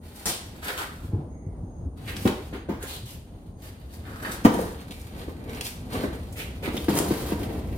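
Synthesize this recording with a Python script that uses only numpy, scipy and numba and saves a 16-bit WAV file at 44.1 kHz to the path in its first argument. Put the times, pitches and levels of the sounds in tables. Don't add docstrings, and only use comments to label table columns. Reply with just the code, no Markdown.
import sys
import numpy as np
from scipy import signal
from scipy.fft import rfft, irfft, next_fast_len
from scipy.io import wavfile
from scipy.ndimage import uniform_filter1d
from numba import njit

SR = 44100
rng = np.random.default_rng(int(sys.argv[2]) if len(sys.argv) > 2 else 0)


def to_wav(sig):
    pcm = np.clip(np.atleast_2d(sig), -1, 1) * 32767
    pcm = np.round(pcm).astype(np.int16)
    wavfile.write(sys.argv[1], SR, pcm.T)


N = 342657
TIME = np.arange(N) / SR
PORT_SPACING_M, SOUND_SPEED_M_S = .145, 343

# t/s, rise/s, length/s, rasp/dB, rumble/dB, hiss/dB, squawk f/Hz, squawk/dB
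SEAT_PULLS = [ (.1, 0.068, 0.18, -43.5, -50, -45.5, 3200, -76),
              (.256, 0.013, 0.059, -28.5, -32, -28, 3220, -28.5),
              (.61, 0.038, 0.12, -28, -35, -35, 1530, -30),
              (.765, 0.0098, 0.066, -34.5, -43, -38.5, 1370, -30.5),
              (.88, .02, 0.19, -50.5, -50, -54, 1300, -56), (1.1, 0.023, 0.11, -76, -34.5, -73, 1320, -76),
              (2.04, 0.049, 0.069, -35.5, -45, -40.5, 2140, -34.5),
              (2.15, 0.1, 0.11, -41, -50, -37, 2140, -42), (2.52, 0.016, 0.028, -33, -32, -45, 1600, -34),
              (2.79, 0.041, 0.055, -40, -47.5, -39.5, 1640, -35),
              (2.86, 0.0137, 0.092, -40, -60.5, -40, 3700, -38),
              (3.05, 0.011, 0.077, -45.5, -51, -42, 3000, -48),
              (3.6, 0.044, 0.078, -44, -42, -48.5, 2100, -55),
              (3.89, 0.048, 0.067, -53, -52, -46.5, 2000, -66),
              (4.03, 0.051, 0.35, -54, -36.5, -52.5, 1400, -41.5),
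              (4.22, 0.0049, 0.062, -36, -27.5, -39, 1400, -29.5),
              (4.31, 0.0036, 0.028, -31, -34, -36.5, 1400, -36),
              (4.51, 0.007, 0.2, -42, -26.5, -43, 1700, -47),
              (4.72, 0.022, 0.13, -45.5, -41.5, -55, 1680, -63.5),
              (4.91, 0.0092, 0.17, -60, -54, -50.5, 2280, -54),
              (5.12, 0.038, 0.11, -40.5, -34, -47.5, 2000, -59),
              (5.34, 0.082, 0.22, -54, -33.5, -55, 1770, -50.5),
              (5.48, 0.014, 0.11, -39, -33, -47, 1970, -42.5),
              (5.62, 0.057, 0.046, -60, -41, -26.5, 2440, -30.5),
              (5.89, 0.049, 0.16, -34.5, -26, -42.5, 1870, -48),
              (6.125, 0.0033, 0.014, -38, -25.5, -44, 2000, -47),
              (6.35, 0.032, 0.0637, -52, -31, -35.5, 2463, -30),
              (6.62, 0.0092, 0.062, -36, -27, -44, 2140, -34.5),
              (6.71, 0.023, 0.075, -38, -27.5, -39.5, 2520, -46.5),
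              (6.775, .006, 0.077, -40, -31.5, -43, 2580, -51),
              (6.885, 0.0042, 0.2, -34, -22.5, -38, 1460, -52),
              (7.08, 0.036, 0.23, -35, -26.5, -38, 1820, -49),
              (7.33, 0.058, 0.26, -45, -27.5, -49, 2130, -50),
              (7.58, 0.15, 0.24, -48, -39.5, -49.5, 2160, -49.5), ]
# start t/s, end t/s, level/dB
SEAT_CREEPS = [(0, 0.69, 0.5), (1.95, 2.48, 0.5), (3.1, 3.48, -11.5), (3.3, 3, -31), (3.56, 3.89, -6),
               (3.88, 8.5, -2)]
# t/s, blow/dB, favoured f/Hz, crack/dB, rattle time constant/s
IMPACTS = [(2.253, -0.5, 230, -14.5, 0.01), (2.272, -27, 199, -18, 0.0065), (2.526, -17, 298, -39, 0.0058),
           (2.549, -25, 380, -33, 0.0085), (2.687, -10, 267, -31.5, 0.048), (2.835, -25, 432, -32.5, 0.012),
           (4.448, -3.5, 250.7, -7.5, 0.0072), (4.452, 0, 248, -5.5, 0.0042),
           (4.466, -5.5, 332, -20.5, 0.0067), (4.491, -12.5, 258, -20.5, 0.0023),
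           (4.542, -18, 420, -24, 0.0091), (4.589, -16, 510, -29, 0.0091), (5.279, -20, 313, -37, 0.015),
           (5.951, -29, 280, -29, 0.018), (6.036, -8, 290, -20.5, 0.0051), (6.676, -11, 270, -26.5, 0.0096),
           (6.741, -13, 290, -41, .015), (6.883, -4, 300, -14.5, 0.0063), (6.961, -16, 330, -21, 0.018),
           (7.002, -12.5, 310, -27.5, 0.012), (7.107, -6.5, 300, -21.5, 0.0065),
           (7.319, -11, 324, -26.5, 0.013), (7.5, -21, 260, -49, 0.018), (7.723, -24, 286, -44, 0.0127)]
# t/s, level/dB, length/s, centre f/Hz
GRIT_SKIDS = [(0.256, -24.5, 0.045, 7100), (0.777, -32, 0.021, 3140), (2.072, -41, 0.024, 2500),
              (2.159, -35, 0.0081, 3960), (2.275, -26.5, 0.0052, 2980), (2.827, -36.5, 0.0073, 9300),
              (4.225, -38, .002, 9000), (4.318, -35, 0.008, 8000), (4.443, -40, 0.0018, 7000),
              (4.539, -41, 0.0064, 9000), (4.613, -36, 0.0035, 10000), (4.908, -38.5, 0.015, 3000),
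              (5.014, -43, 0.004, 9300), (5.494, -40.5, 0.0078, 2200), (5.547, -36, 0.0018, 5000),
              (5.609, -26, 0.0029, 3930), (5.649, -36, 0.02, 4400), (5.929, -36.5, 0.0036, 5030),
              (6.323, -41, 0.0077, 9800), (6.374, -45, 0.018, 2900), (6.767, -28.5, 0.0058, 3400),
              (6.894, -29, 0.003, 8200), (6.953, -28.5, 0.0028, 9000), (6.971, -22.5, 0.0202, 9200),
              (7.43, -38, 0.0094, 2640)]
# t/s, length/s, start f/Hz, end f/Hz, level/dB
SQUEAKS = [(6.636, .018, 2380, 2000, -44), (6.774, 0.00853, 2710, 3840, -33),
           (6.974, 0.0063, 4180, 9000, -31)]
# t/s, level/dB, f/Hz
SOFT_BUMPS = [(1.03, -23.5, 85.2), (1.085, -24, 103), (1.131, -11, 100), (1.178, -20.5, 147.6),
              (1.462, -22, 96.5), (1.628, -21, 94.5), (1.852, -19.5, 79.6), (2.243, -17, 99),
              (3.026, -26, 117), (4.447, -16.5, 112.3)]
# f/Hz, level/dB, T60/s
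SHELL_MODES = [(158, -28.5, 0.11), (201, -10, 0.13), (241, 2, 0.0323), (280, -14, 0.079), (322, 3, 0.037),
               (377.5, 2.5, 0.024), (457.4, -4.5, 0.1), (544, -4, 0.032), (673, -3.5, 0.043),
               (793, -6, 0.03), (915, -11.5, 0.046), (1080, -18.5, 0.025)]
# f/Hz, bandwidth/Hz, gain/dB
RIB_RESONANCES = [(730, 187, 2.5), (950, 24, 3), (1400, 210, 0), (3110, 260, 1.5), (3700, 990, 1),
                  (9200, 1800, 3.5)]
# f/Hz, level/dB
RASP_SPECTRUM = [(100, -35), (400, 6), (800, 0), (1400, 0.5), (2200, -2.5), (3500, -4), (4600, -6),
                 (6500, -44), (16000, -60)]
SAND_SPECTRUM = [(500, -46), (2500, -12), (4500, 1), (6000, -0.5), (9000, 0), (11000, 1), (15000, 2),
                 (18000, -32)]
CRACK_SPECTRUM = [(25, -66), (85, -6.5), (160, -8), (300, 8.5), (500, -1.5), (1000, 3.5), (1650, -2),
                  (2700, -10.5), (5000, -17.5), (9000, -26), (16000, -19)]
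# f/centre f, level/dB
SKID_SPECTRUM = [(.15, -2.5), (.45, -6), (.75, 0.5), (1.15, 0), (1.9, -8), (6, -14.5)]
# start t/s, bearing to the left/degrees, direct sound/dB
SEAT_POSITIONS = [(0, 13, -13.5), (.55, 37, -8), (1.9, 6, -12.5), (2.45, 13.5, -12), (3.5, 35.5, -9.5),
                  (4.4, 51, -5.5), (4.851, 55, -7.5), (6.28, 20.5, -11.5), (6.76, -9.5, -7)]
# f/Hz, T60/s
GARAGE_T60 = [(150, 0.13), (400, 0.54), (1000, 0.53), (2800, 0.53), (7000, 0.48), (15000, 0.31)]
# f/Hz, level/dB
OUTDOOR_SPECTRUM = [(20, -57), (30, -12.5), (45, -4), (60, 0.5), (82, 1), (130, -8), (250, -10.5),
                    (400, -19.5), (800, -26.5), (1300, -39), (2500, -57.5), (5000, -58.5), (16000, -66.5)]
# t/s, level/dB
OUTDOOR_LEVEL = [(0.0, -46.5), (1.67, -37.5), (1.92, -39.5), (2.27, -37.5), (2.51, -43.5), (4.57, -42),
                 (7.1, -37.5), (7.25, -40.5), (7.77, -33)]
# t/s, length/s, f/Hz, half-width/Hz, level/dB
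GARDEN_CALLS = [(1.285, 0.21, 6520, 110, -68), (1.302, 0.3, 2070, 220, -70), (1.628, 0.24, 6520, 110, -69),
                (2.5, 0.14, 6500, 110, -65), (3.542, 0.12, 6520, 110, -70)]
# f/Hz, left minus right/dB
PORT_DIFFERENCE = [(250, 0.5), (1300, 0.5), (2300, -2.5), (4200, 1.3), (8000, 0.5), (12500, 0)]


def runner(gains, squawk_hz):
    judder = unit(undb(1.125 * walk(per_s=61) + 2 * walk(per_s=25)))
    pebbles = undb(-6.5) * grains(per_s=30, spread_db=0.5)
    grit = grains(per_s=1600, spread_db=3.5) * judder + pebbles
    rasp = colour(grit, RASP_SPECTRUM, RIB_RESONANCES)
    wavering_hz = squawk_hz * np.exp(0.0884 * walk(per_s=19))
    squawk = unit(resonate(rasp, wavering_hz, damping=0.33))
    shaking = grains(per_s=700, spread_db=0.5) * np.sqrt(judder)
    rumble = unit(ring(shaking, shell_response(favoured_hz=384, focus_db=4)))
    sand = grains(per_s=1300, spread_db=3.5) * judder + pebbles
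    hiss = colour(sand, SAND_SPECTRUM, RIB_RESONANCES)
    return undb([-6, -6, -3, -6]) @ (gains * [rasp, rumble, hiss, squawk])


def drag():
    creep = sum(undb(db) * stroke(start, rise=0.031, length=end - start, sag_db=-0.5)
                for start, end, db in SEAT_CREEPS)
    gains = np.zeros((4, N))
    gains[:3] = np.outer(undb([-49.5, -46, -56]), creep)
    squawk_hz = np.full(N, float(SEAT_PULLS[0][6]))
    for start, rise, length, rasp_db, rumble_db, hiss_db, hz, squawk_db in SEAT_PULLS:
        here = slice(int(start * SR), int(start * SR) + SR)
        envelope = stroke(start, rise, length, sag_db=2.5)[here]
        pull = np.outer(undb([rasp_db, rumble_db, hiss_db, squawk_db]), envelope)
        gains[:, here] = np.maximum(gains[:, here], pull)
        squawk_hz[here] = hz
    return gains, squawk_hz


def stroke(start, rise, length, sag_db, coast_s=0.023):
    t = TIME - start
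    sag = undb(-sag_db * np.clip(t / length, 0, 1))
    return np.clip(t / rise, 0, 1) * sag * np.exp(-np.maximum(t - length, 0) / coast_s)


def shell_response(favoured_hz, focus_db, detune=0.067, tones_per_mode=4):
    t = TIME[:SR // 3]
    modes = SHELL_MODES * tones_per_mode
    out = 0
    for (hz, db, t60), (scatter_db, offset) in zip(modes, rng.standard_normal((len(modes), 2))):
        gain = undb(db + scatter_db - focus_db * abs(np.log2(hz / favoured_hz)))
        tone = np.sin(2 * np.pi * hz * (1 + detune * offset) * t)
        out = out + gain * tone * undb(-60 * t / t60)
    return out


def knocks():
    out = np.zeros(N)
    t = TIME[:SR // 3]
    give = 1 - np.exp(-t / 0.000934)
    for start, blow_db, hz, crack_db, rattle_s in IMPACTS:
        boom = shell_response(hz, focus_db=7) * give
        chatter = rng.standard_normal(len(t)) * give * np.exp(-t / rattle_s)
        crack = colour(chatter, CRACK_SPECTRUM, RIB_RESONANCES)
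        add(out, start, undb(blow_db) * boom / np.abs(boom).max() + undb(crack_db) * crack)
    return out


def jolts(contact_s=0.0021, gain_db=-9):
    out = np.zeros(N)
    t = TIME[:SR // 20]
    pulse = t / contact_s * np.exp(1 - t / contact_s)
    for start, blow_db, hz, _, _ in IMPACTS:
        add(out, start, -undb(blow_db + gain_db) * pulse * np.sin(2 * np.pi * hz * t))
    return out


def skids(attack_s=0.00068, release_s=0.0012, catch_db=5, catch_s=0.0025):
    out = np.zeros(N)
    grit = grains(per_s=6000, spread_db=4.5)
    t = TIME[:SR // 4]
    catch = np.minimum(t / attack_s, 1) * undb(catch_db * np.exp(-t / catch_s))
    for start, db, length, hz in GRIT_SKIDS:
        release = np.exp(-np.maximum(t - length, 0) / release_s)
        burst = catch * release * grit[int(start * SR):][:len(t)]
        spectrum = [(ratio * hz, level) for ratio, level in SKID_SPECTRUM]
        add(out, start, undb(db) * colour(burst, spectrum, RIB_RESONANCES))
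    return out


def squeaks(wobble=.02, octave_db=-15):
    out = np.zeros(N)
    unsteady = 1 + wobble * walk(per_s=400)
    for start, length, from_hz, to_hz, db in SQUEAKS:
        along = np.linspace(0, 1, int(length * SR))
        hz = (from_hz + (to_hz - from_hz) * along) * unsteady[int(start * SR):][:len(along)]
        phase = 2 * np.pi * np.cumsum(hz) / SR
        arch = 2 * np.sqrt(along * (1 - along))
        add(out, start, undb(db) * arch * (np.sin(phase) + undb(octave_db) * np.sin(2 * phase)))
    return out


def bumps():
    out = np.zeros(N)
    t = TIME[:SR // 4]
    swell = t / 0.0248 * np.exp(1 - t / 0.012)
    for start, db, hz in SOFT_BUMPS:
        noise = rng.standard_normal(len(t))
        scuff = colour(noise, [(60, -3), (150, 16.5), (420, 5), (900, -59), (2500, -97.5)])
        add(out, start, undb(db) * swell * (np.sin(2 * np.pi * hz * t) + 0.3 * scuff))
    return out


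def garage(sound, facing_db):
    position = np.searchsorted(np.array(SEAT_POSITIONS)[1:, 0], TIME)
    out = np.zeros((2, N))
    for k, (_, bearing, direct_db) in enumerate(SEAT_POSITIONS):
        crossfade = uniform_filter1d((position == k) * 1., size=512)
        here = np.flatnonzero(crossfade > 1e-6)
        for port, response in zip(out, garage_response(bearing, direct_db + facing_db)):
            add(port, TIME[here[0]], signal.fftconvolve(sound[here] * crossfade[here], response))
    return out


def garage_response(bearing, direct_db, echoes_db=-6, early_s=0.0099, bands=8):
    t = TIME[:SR]
    hz, field = diffuse(SR)
    centres = np.geomspace(120, 15000, bands)
    late = 0
    for centre, weights in zip(centres, np.eye(bands)):
        band = irfft(field * on_log_axis(hz, np.c_[centres, weights]))
        late = late + band * undb(-60 * t / on_log_axis(centre, GARAGE_T60))
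    late *= 1 - np.exp(-t / 0.0019)
    early = irfft(diffuse(SR)[1]) * np.exp(-t / early_s) * (1 - np.exp(-t / 0.0013))
    response = undb(echoes_db) * (unit(late) + unit(early)) / np.sqrt(SR)
    lag = int(PORT_SPACING_M * np.sin(np.radians(bearing)) / SOUND_SPEED_M_S * SR)
    response[[0, 1], [max(-lag, 0), max(lag, 0)]] += undb(direct_db)
    return response


def outdoors(gust_db=1.5, gain_db=2):
    size = next_fast_len(N)
    noise = irfft(diffuse(size)[1], size)[:, :N]
    air = np.array([colour(port, OUTDOOR_SPECTRUM) for port in noise])
    level_db = np.interp(TIME, *np.transpose(OUTDOOR_LEVEL)) + gust_db * walk(per_s=12)
    return unit(air) * undb(level_db + gain_db)


def insects():
    out = undb(-73) * buzz(hz=9100, half_width_hz=380, size=N)
    out += undb(-80) * buzz(hz=6560, half_width_hz=130, size=N)
    t = TIME[:SR // 2]
    for start, length, hz, half_width_hz, db in GARDEN_CALLS:
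        arch = np.sqrt(np.maximum(1 - (2 * t / length - 1) ** 2, 0))
        for port, call in zip(out, buzz(hz, half_width_hz, len(t))):
            add(port, start, undb(db) * arch * call)
    return out


def buzz(hz, half_width_hz, size):
    padded = next_fast_len(size)
    f, field = diffuse(padded)
    return unit(irfft(field / (1 + ((f - hz) / half_width_hz) ** 4), padded)[:, :size])


def diffuse(size):
    hz = np.fft.rfftfreq(size, 1 / SR)
    coherence = np.sinc(2 * hz * PORT_SPACING_M / SOUND_SPEED_M_S)
    mid, side = rfft(rng.standard_normal((2, size)))
    mid, side = mid * np.sqrt((1 + coherence) / 2), side * np.sqrt((1 - coherence) / 2)
    return hz, np.array([mid + side, mid - side])


def grains(per_s, spread_db):
    hit = rng.random(N) < per_s / SR
    size = undb(spread_db * np.minimum(rng.exponential(size=N), 5))
    return unit(hit * size * rng.standard_normal(N))


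def walk(per_s):
    knots = rng.standard_normal(4096)
    return unit(np.interp(TIME * per_s, np.arange(len(knots)), knots))


@njit
def resonate(x, hz, damping):
    y, band, low = np.empty(len(x)), 0., 0.
    for i in range(len(x)):
        g = np.tan(np.pi * hz[i] / SR)
        v = (band + g * (x[i] - low)) / (1 + g * (g + damping))
        band, low, y[i] = 2 * v - band, low + 2 * g * v, damping * v
    return y


def colour(x, spectrum, peaks=(), size=4096):
    hz = np.fft.rfftfreq(size, 1 / SR)
    peaks_db = sum(db / (1 + (2 * (hz - f) / width) ** 2) for f, width, db in peaks)
    cepstrum = irfft(np.log(undb(on_log_axis(hz, spectrum) + peaks_db)))
    cepstrum[1:size // 2] *= 2
    cepstrum[size // 2 + 1:] = 0
    response = irfft(np.exp(rfft(cepstrum)))
    return ring(x, response / np.linalg.norm(response))


def ring(x, response):
    return signal.oaconvolve(x, response)[:len(x)]


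def on_log_axis(hz, points):
    f, value = np.transpose(points)
    return np.interp(np.log(hz + 1), np.log(f), value)


def add(out, start_s, sound):
    start = round(start_s * SR)
    out[start:start + len(sound)] += sound[:N - start]


def undb(db):
    return 10 ** (np.asarray(db) / 20)


def unit(x):
    return x / np.sqrt(np.mean(x ** 2))


def scene():
    gains, squawk_hz = drag()
    grit = skids()
    far_side = garage(runner(gains, squawk_hz) + knocks(), facing_db=-1)
    near_side = garage(runner(gains, squawk_hz) + undb(-1.5) * grit, facing_db=-0.3)
    front_edge = garage(jolts() + squeaks() + undb(-14) * grit, facing_db=12)
    return far_side + near_side + front_edge + bumps() + outdoors() + insects()


def record(dry):
    size = next_fast_len(N)
    balance_db = on_log_axis(np.fft.rfftfreq(size, 1 / SR), PORT_DIFFERENCE)
    heard = irfft(rfft(dry, size) * undb(np.array([balance_db, -balance_db]) / 2), size)[:, :N]
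    high_pass = signal.butter(4, 32, "high", fs=SR, output="sos")
    low_pass = signal.ellip(10, .1, 80, 15900, fs=SR, output="sos")
    clipped = np.clip(signal.sosfilt(high_pass, heard), -.93, .93)
    return signal.sosfilt(low_pass, clipped)


dry = scene()
out = record(dry)
to_wav(out)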